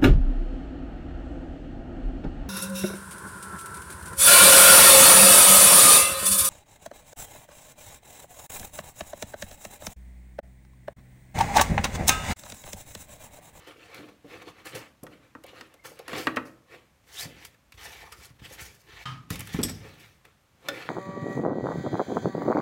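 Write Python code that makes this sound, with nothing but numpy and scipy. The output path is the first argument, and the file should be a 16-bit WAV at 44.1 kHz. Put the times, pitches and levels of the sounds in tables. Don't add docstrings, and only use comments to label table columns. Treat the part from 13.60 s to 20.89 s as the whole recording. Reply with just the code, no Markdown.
import sys
import numpy as np
from scipy import signal
from scipy.fft import rfft, irfft, next_fast_len
from scipy.io import wavfile
from scipy.ndimage import uniform_filter1d

SR = 44100
rng = np.random.default_rng(int(sys.argv[2]) if len(sys.argv) > 2 else 0)


def generate_wav(sig):
    pcm = np.round(np.clip(np.atleast_2d(sig).T, -1, 1) * 32767).astype(np.int16)
    wavfile.write(sys.argv[1], SR, pcm)


N = 321489
T = np.arange(SR // 2) / SR

# frequency in Hz, level in dB.
FINGER_COLOUR = [(350, -28.5), (600, -4), (773, 2), (833, -4.5), (1140, 3.5), (1410, -0.5), (2220, 1.5),
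                 (3890, -7.5), (4240, -6), (4810, -15.5), (7500, -22.5), (9750, -43), (16500, -120)]
# frequency in Hz, level in dB.
TRAY_RUMBLE = [(40, -35.5), (90, -8.5), (140, -1), (200, -2), (300, 5.5), (400, -6), (550, 0.5), (700, -8),
               (1100, -38)]
# frequency in Hz, level in dB.
NYLON_HISS = [(3000, -27), (4500, 1), (5500, 0.5), (8000, -2.5), (10000, -4), (13000, -5), (16000, -10.5)]
# time of the peak in seconds, length in seconds, level in dB.
TURNS = [(0, 0.2, -53), (0.26, 0.28, -53), (0.367, 0.12, -44.5), (0.49, 0.024, -49.5), (0.748, 0.14, -46),
         (0.823, 0.025, -45), (.885, 0.046, -45.5), (0.994, 0.11, -54.5), (1.158, 0.065, -40),
         (1.215, 0.071, -48.5), (1.531, 0.054, -53), (1.65, 0.084, -61), (1.897, 0.093, -51),
         (1.987, 0.14, -49.5), (2.405, 0.15, -55), (2.57, 0.12, -34), (3.142, 0.094, -49.5),
         (6.277, 0.14, -50.5), (7.064, 0.074, -51), (7.189, 0.24, -42.5)]
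# time of the peak in seconds, level in dB, hiss in dB against that level.
SHORT_STROKES = [(.075, -45, -10), (1.059, -42, -4.5), (1.154, -43, -1), (2.251, -44.5, 0),
                 (2.493, -43.5, -8), (2.584, -38.5, 0.5), (2.86, -56.5, -1.5), (6.653, -56, -13)]
TURN_RISE = 0.45
STROKE_RISE_S, STROKE_FALL_S = 0.0083, 0.043
USUAL_DB, HISS_DB, HISS_GROWS, RUMBLE_DB, RUMBLE_GROWS = -53.5, -14.5, 0.98, -3.5, 0.99

# frequency in Hz, level in dB.
CLOTH_COLOUR = [(350, -23.5), (600, -5), (1110, -2.5), (1310, -4.5), (1880, 3.5), (3120, -2), (3810, -3.5),
                (5070, -13), (5820, -9), (7500, -20), (9750, -44.5), (16500, -120)]
# frequency in Hz, level in dB.
RIM_RUMBLE = [(25, -28), (50, 3.5), (90, -3.5), (160, -6.5), (300, -8), (420, -10.5), (650, -16.5),
              (1100, -27.5)]
# time in seconds, level of the rub in dB, level of the hiss in dB.
DRAGS = [
    [(3.44, -68, -73), (3.454, -75, -76), (3.49, -59, -64), (3.6, -43.5, -37), (3.646, -40.5, -44),
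     (3.668, -51.5, -61), (3.766, -59.5, -73), (3.844, -50, -59), (3.85, -52, -48.5), (3.922, -74, -81),
     (3.95, -58, -78)],
    [(4.14, -52, -67), (4.166, -77, -72), (4.176, -50, -63), (4.242, -47, -49.5), (4.434, -51, -62),
     (4.512, -64.5, -65), (4.522, -50, -52), (4.558, -60, -63.5), (4.646, -50.5, -52), (4.738, -78, -84),
     (4.77, -72, -79)],
    [(4.78, -83, -89), (4.796, -56.5, -69), (4.812, -63.5, -78), (4.852, -45, -51.5), (4.886, -57, -63),
     (4.932, -47, -48), (4.976, -57, -64), (5.004, -44, -44.5), (5.222, -73, -70.5), (5.296, -53.5, -78),
     (5.44, -50.5, -60)],
    [(5.69, -65, -97), (5.704, -51, -46), (5.742, -42, -42.5), (5.756, -49.5, -48), (5.786, -51, -54),
     (5.796, -45, -47), (5.844, -54.5, -56), (5.922, -48, -55), (5.94, -41, -47), (6.01, -48, -55.5),
     (6.02, -43, -44)],
    [(6.05, -44, -52), (6.074, -51, -51.5), (6.088, -42.5, -47), (6.102, -48, -49), (6.122, -55, -55),
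     (6.202, -58.5, -66), (6.272, -55, -77), (6.36, -64, -73), (6.412, -55, -58.5), (6.576, -72.5, -79),
     (6.62, -80, -85.5)],
]
CLOTH_DB, NYLON_DB = 1, 0.5
RIM_DB, RIM_GROWS = -7, 0.54

# time in seconds, pitch in Hz, level in dB.
ZIP = [(3.53, 3270, -70), (3.575, 3496, -46), (3.61, 3820, -37), (3.635, 4780, -43), (3.675, 4500, -66)]
# time in seconds, pitch in Hz, level in dB.
SCRAPE = [(4.4, 900, -68), (4.437, 970, -47), (4.455, 1050, -54), (4.512, 1100, -55), (4.527, 1230, -45),
          (4.55, 1400, -56), (4.68, 1050, -68)]
# time in seconds, pitch in Hz, level in dB.
SQUEAK = [(2.15, 2100, -74), (2.2, 2120, -59), (2.24, 2125, -67)]

# start in seconds, level in dB, crack in dB against that level, cut-off of the contact in Hz.
KNOCKS = [(1.467, -37.5, -8.5, 3000), (1.751, -29, -25, 1300), (2.010, -35.5, -1.5, 6000),
          (2.481, -30.5, -4, 4000), (2.532, -23.5, -11.5, 3000), (2.6702, -10, -17, 4570),
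          (2.769, -13, -20.5, 3500)]
# frequency in Hz, width in Hz before the extra fade, level in dB.
BOARD = [(665, 120, -12.5), (1285, 73, -2), (1400, 21, -27.5), (1650, 21, -12.5), (1875, 53, -1),
         (2300, 25, -22), (2480, 29, -11), (2760, 75, -7.5), (3396, 73, -14.5), (3910, 87, -18)]
# frequency in Hz, level in dB.
CHATTER = [(100, -42.5), (400, 0), (650, -9), (1250, 5), (1900, -6), (3000, -13.5), (5000, -25), (9000, -46.5)]
# frequency in Hz, level in dB.
CRACK = [(100, -55.5), (400, -21.5), (1000, 5), (2500, 5), (5000, 1.5), (9000, -10), (13000, -17),
         (16000, -13)]
# frequency in Hz, level in dB, time to fall 60 dB in seconds.
TRAY = [(131.3, -12.5, 0.27), (260, 10, 0.077), (290, -2.5, 0.097), (320.3, -7, 0.46), (540, -13, 0.11)]
SHUDDER_DB, SHUDDER_T60 = -28, 0.53

# start in seconds, level in dB.
ROCKS = [(1.440, -35.5), (1.843, -33.5), (1.93, -39.5), (2.142, -43.5), (2.316, -36.5), (2.394, -32.5),
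         (3.14, -40), (4.91, -38)]
ROCK_HZ, ROCK_T60 = 533, 0.053
ROCK_TAP_DB = -6
# start in seconds, level in dB, pitch in Hz.
BUMPS = [(.390, -30.5, 290), (.645, -35.5, 313), (1.431, -31.5, 225), (2.531, -31, 218),
         (3.655, -32.5, 151), (7.09, -29.5, 298)]
# start in seconds, level in dB, pitch in Hz.
THUDS = [(4.705, -41, 124), (4.819, -36, 125), (5.018, -42, 76), (5.707, -18, 169), (5.945, -15.5, 175),
         (5.989, -14, 293), (6.001, -17, 250), (6.051, -23.5, 262)]
BUMP_CYCLES = 8.9
BUMP_SHUDDER_DB, THUD_SHUDDER_DB = -15.5, -30
TABLE_DB, TABLE_HZ, TABLE_T60 = -20, 115, 0.65

# start in seconds, level in dB, mid-range in dB against the bright snap.
TICKS = [(.3446, -39, -1), (1.0685, -37, 2.5), (1.434, -33, -28), (1.8374, -40, -2), (1.8645, -43, -18),
         (2.1394, -45.5, -2.5), (2.3903, -38, -2), (2.4794, -36, -13), (2.7607, -36, 7),
         (3.8497, -33, -3.5), (4.121, -45, 6), (4.522, -38, -3), (5.7035, -21.5, -4.5), (5.756, -29, -2),
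         (5.7928, -25, -26), (5.8054, -26, -11), (5.872, -33, -4), (6.651, -49.5, 4.5),
         (7.0853, -24.5, -2.5)]
# frequency in Hz, level in dB.
SNAP = [(2000, -34), (5000, -8), (8000, -3), (11500, 1.5), (16000, -7)]
# frequency in Hz, level in dB.
PART = [(300, -34), (1000, -5.5), (2200, 0.5), (4000, -6.5), (8000, -16), (16000, -31)]

# start in seconds, level in dB, brightness in dB per octave.
CLINKS = [(6.031, -14, -11), (6.035, -11, 2), (6.096, -23, -5)]
# frequency in Hz, level in dB, time to fall 60 dB in seconds
STEEL = [(3425, -7.5, .16), (4660, -22, .15), (5090, -4, 0.44), (5530, -1.5, 0.36), (7950, 8, 0.16),
         (8930, -2.5, 0.17), (11640, 1.5, 0.11), (11700, -15.5, .16)]
# frequency in Hz, level in dB.
STEEL_CRACK = [(1000, -9), (3400, -5.5), (6500, -15.5), (8200, -5.5), (10000, -17), (11500, -4.5), (16000, -24)]
# frequency in Hz, level in dB, time to fall 60 dB in seconds
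TIN = [(900, -11, .3), (1060, -5.5, 0.5), (1157, -7, 0.63), (1250, 6.5, 0.85), (1250, -9.5, 0.42),
       (1418, -5, .3), (2900, -8.5, 0.67), (3113, 4, 0.31), (3680, -11.5, 0.29), (4177, -24, .22)]
TIN_S, TIN_DB = 5.455, -25
TIN_DAMP_S = 0.16
TIN_THUD_DB, TIN_THUD_HZ, TIN_THUD_T60 = -34, 130, 0.77
# frequency in Hz, level in dB, time to fall 60 dB in seconds.
HANDLE = [(560, -1, 0.12), (780, -8, 0.11), (1376, -3, 0.094), (1470, 1, 0.1), (1780, 1.5, 0.099),
          (1900, -14, 0.064), (2240, -15, .08), (3300, -19, .07), (3540, 2.5, 0.069), (5140, -8, 0.052)]
HANDLE_S, HANDLE_LEVEL_DB = 7.086, -17.5

# frequency in Hz, time to fall 60 dB in seconds.
ROOM = [(100, 0.91), (350, 0.46), (1200, 0.46), (4000, 0.28), (14000, 0.2)]
# frequency in Hz, level in dB.
QUIET = [(15, -36.5), (25, 2), (127, 0.5), (476, -15), (560, -7), (641, -13), (1020, -12.5), (2410, -16.5),
         (4870, -23), (6380, -23), (10400, -28), (14400, -28.5), (16000, -34.5)]
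TOP_HZ = 16000


def rubbing():
    slides = rasp(ZIP, width_hz=380) + rasp(SCRAPE, width_hz=300) + rasp(SQUEAK, width_hz=90)
    return fingers() + sleeve() + slides


def fingers():
    turns = [db + swell(s, TURN_RISE * length, (1 - TURN_RISE) * length) for s, length, db in TURNS]
    strokes = [db + swell(s, STROKE_RISE_S, STROKE_FALL_S) for s, db, _ in SHORT_STROKES]
    stroke_hiss = together([level + hiss_db for level, (_, _, hiss_db) in zip(strokes, SHORT_STROKES)])
    turn_hiss = follows(together(turns), HISS_DB, HISS_GROWS)
    rub = together(turns + strokes)
    rumble = follows(rub, RUMBLE_DB, RUMBLE_GROWS)
    return contact(rub, np.hypot(turn_hiss, stroke_hiss), rumble, FINGER_COLOUR, TRAY_RUMBLE)


def sleeve():
    seconds = np.arange(N) / SR
    rub, nylon = np.zeros(N), np.zeros(N)
    for drag in DRAGS:
        s, rub_db, hiss_db = np.transpose(drag)
        rub += amp(np.interp(seconds, s, rub_db, left=-200, right=-200) + CLOTH_DB)
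        nylon += amp(np.interp(seconds, s, hiss_db, left=-200, right=-200) + NYLON_DB)
    return contact(rub, nylon, follows(rub, RIM_DB, RIM_GROWS), CLOTH_COLOUR, RIM_RUMBLE)


def contact(rub, nylon, rumble, rub_spectrum, rumble_spectrum):
    rub_sound = rub * friction(rub_spectrum, grain_db=2.0, flutter_db=1.6)
    hiss_sound = nylon * friction(NYLON_HISS, grain_db=3.0, flutter_db=1.86)
    rumble_sound = rumble * friction(rumble_spectrum, grain_db=1.5, flutter_db=1.4)
    return rub_sound + hiss_sound + rumble_sound


def friction(spectrum, grain_db, flutter_db):
    catches = rng.standard_normal(N) * amp(grain_db * wobble(1500) + flutter_db * wobble(70))
    z = signal.stft(catches, nperseg=512)[2]
    smooth_pitch = uniform_filter1d(rng.standard_normal(z.shape), size=5, axis=0)
    colour_map = unit(uniform_filter1d(smooth_pitch, size=11, axis=1))
    shifting = signal.istft(z * amp(2.3 * colour_map), nperseg=512)[1][:N]
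    return coloured(shifting, spectrum)


def rasp(track, width_hz):
    seconds = np.arange(N) / SR
    s, track_hz, track_db = np.transpose(track)
    hz = np.interp(seconds, s, track_hz, left=-120, right=-120)
    db = np.interp(seconds, s, track_db, left=-120, right=-120)
    phase = 2 * np.pi * np.cumsum(hz + width_hz / 2 * wobble(width_hz)) / SR
    return amp(db) * unit(wobble(width_hz) * amp(3 * wobble(60)) * np.sin(phase))


def swell(s, rise, fall):
    t = np.arange(0, N, 128) / SR - s
    return -10 * ((np.maximum(-t, 0) / rise) ** 1.57 + (np.maximum(t, 0) / fall) ** 0.97)


def together(levels_db):
    gain = np.sqrt(np.sum(amp(levels_db) ** 2, axis=0))
    return np.interp(np.arange(N), np.arange(0, N, 128), gain)


def follows(rub, db, grows):
    return amp(USUAL_DB + db) * (rub / amp(USUAL_DB)) ** grows


def knocks():
    out = np.zeros(N)
    for s, db, crack_db, contact_hz in KNOCKS:
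        modes = blow(filtered(1.0 * (T == 0), board_response) * fade(0.49))
        chatter = blow(coloured(hiss(), CHATTER) * (fade(0.061) + 0.099 * fade(0.16)))
        b, a = signal.butter(2, contact_hz, fs=SR)
        body = signal.lfilter(b, a, amp(-5.5) * modes + amp(-3) * chatter)
        crack = amp(crack_db) * blow(coloured(hiss(), CRACK) * fade(0.024))
        tray = ring(TRAY, blur_hz=1.6) * (1 - fade(0.013)) ** 2
        add(out, s, amp(db) * (body + crack))
        add(out, s + 0.003, amp(db - 5.5) * tray)
        add(out, s, amp(db + SHUDDER_DB) * shudder())
    return out


def board_response(f):
    total = 0
    for k, (centre, width, db) in enumerate(BOARD):
        total = total + (-1) ** k * amp(db) * 1j * f * width / (centre ** 2 - f ** 2 + 1j * f * width)
    return total


def bumps():
    out = np.zeros(N)
    for s, db in ROCKS:
        add(out, s, amp(db) * (swing(ROCK_HZ, ROCK_T60) + amp(ROCK_TAP_DB) * tap()))
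    for s, db, hz in BUMPS:
        add(out, s, amp(db) * (swing(hz, BUMP_CYCLES / hz) + tap() + amp(BUMP_SHUDDER_DB) * shudder()))
    for s, db, hz in THUDS:
        drone = amp(TABLE_DB) * murmur(TABLE_HZ) * fade(TABLE_T60) + amp(THUD_SHUDDER_DB) * shudder()
        add(out, s, amp(db) * (swing(hz, BUMP_CYCLES / hz) + tap() + drone))
    add(out, TIN_S, amp(TIN_THUD_DB) * swing(TIN_THUD_HZ, TIN_THUD_T60))
    return out


def swing(hz, t60):
    tone = np.sin(2 * np.pi * hz * T) * fade(0.73 * t60)
    neighbours = 0.27 * murmur(hz) * fade(1.79 * t60)
    return (tone + neighbours) * (1 - fade(0.0079))


def murmur(hz):
    def band(f):
        low_pass = 1 / (1 + (f / (1.5 * hz)) ** 4)
        high_pass = f ** 3 / (f ** 3 + (0.6 * hz) ** 3)
        return low_pass * high_pass
    return unit(filtered(hiss(), band))


def tap():
    return 0.14 * blow(coloured(hiss(), CRACK, tilt_db=-10.5) * fade(0.068))


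def shudder():
    return coloured(hiss(), TRAY_RUMBLE) * fade(SHUDDER_T60)


def ticks():
    out = np.zeros(N)
    for s, db, mid_db in TICKS:
        bright = coloured(hiss(), SNAP) * fade(0.019)
        rattle = amp(mid_db) * coloured(hiss(), PART) * fade(0.04)
        add(out, s, amp(db - 3) * (bright + rattle) * (1 - fade(0.0059)))
    return out


def clinks():
    out = np.zeros(N)
    damping = 0.24 + fade(0.054)
    for s, db, tilt_db in CLINKS:
        crack = blow(coloured(hiss(), STEEL_CRACK, tilt_db) * fade(0.077))
        ringing = blow(ring(STEEL, blur_hz=140, tilt_db=tilt_db) * damping)
        add(out, s, amp(db - 5.5) * (ringing + 0.52 * crack))
    return out


def tin():
    out = np.zeros(N)
    scrape = blow(coloured(hiss(), CRACK, tilt_db=-4) * fade(0.41))
    ringing = ring(TIN, blur_hz=30) * np.exp(-(T / TIN_DAMP_S) ** 2)
    add(out, TIN_S, amp(TIN_DB) * (0.77 * ringing + 0.62 * scrape) * (1 - fade(0.0044)))
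    return out


def handle():
    out = np.zeros(N)
    crack = blow(coloured(hiss(), CRACK) * fade(0.056))
    add(out, HANDLE_S, amp(HANDLE_LEVEL_DB) * (0.95 * ring(HANDLE, blur_hz=14) + 0.34 * crack))
    return out


def ring(modes, blur_hz, tilt_db=0):
    hz, db, t60 = np.transpose(modes)[:, :, None]
    gain = amp(db + tilt_db * np.log2(hz / hz[0]) + rng.standard_normal(hz.shape))
    jolts = np.cumsum(rng.standard_normal((len(modes), len(T))), axis=1) * np.sqrt(2 * np.pi * blur_hz / SR)
    phase = 2 * np.pi * (hz * T + rng.random(hz.shape)) + jolts
    return blow(np.sum(gain * amp(-60 * T / t60) * np.sin(phase), axis=0))


def room(x, early_db, tail_db):
    hz, t, z = signal.stft(rng.standard_normal(SR), SR, nperseg=256)
    decay = amp(-60 * t / along(ROOM, hz)[:, None])
    tail = signal.istft(z * decay, SR, nperseg=256)[1][:len(T)] * (1 - fade(0.06))
    early = hiss() * fade(0.04) * (T > 0.002)
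    answer = amp(early_db) * early / np.linalg.norm(early) + amp(tail_db) * tail / np.linalg.norm(tail)
    return x + signal.fftconvolve(x, answer)[:N]


def quiet_rush():
    return amp(-64.5) * coloured(rng.standard_normal(N), QUIET)


def amp(db):
    return 10 ** (np.asarray(db) / 20)


def unit(x):
    return x / np.sqrt(np.mean(x ** 2) + 1e-20)


def blow(x):
    return x / (3 * np.sqrt(np.mean(x[T < 0.012] ** 2)))


def along(points, hz):
    f, v = np.transpose(points)
    return np.interp(np.log(hz + 1), np.log(f), v)


def filtered(x, response):
    m = next_fast_len(len(x) + 8192)
    return irfft(rfft(x, m) * response(np.fft.rfftfreq(m, 1 / SR)), m)[:len(x)]


def coloured(x, spectrum, tilt_db=0):
    return unit(filtered(x, lambda hz: amp(along(spectrum, hz) + tilt_db * np.log2(hz + 200))))


def fade(t60):
    return amp(-60 * T / t60)


def hiss():
    return rng.standard_normal(len(T))


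def wobble(rate):
    knots = rng.standard_normal(int(N * rate / SR) + 2)
    return unit(np.interp(np.arange(N) * rate / SR, np.arange(len(knots)), knots))


def add(track, s, sound):
    part = track[round(s * SR):][:len(sound)]
    part += sound[:len(part)]


def scene():
    handling = amp(-1) * room(rubbing(), early_db=-6.5, tail_db=-15)
    board = room(knocks(), early_db=-14, tail_db=-16)
    soft = room(bumps(), early_db=-11.5, tail_db=-13)
    metal_and_handle = room(ticks() + clinks() + tin() + handle(), early_db=-14, tail_db=-16)
    return (handling + board + soft + metal_and_handle + quiet_rush())[None]


def record(dry):
    thin = signal.sosfilt(signal.butter(4, 45, "high", fs=SR, output="sos"), dry[0])
    return filtered(thin, lambda hz: 1 / np.sqrt(1 + (hz / TOP_HZ) ** 200))[None]


dry = scene()
out = record(dry)
generate_wav(out)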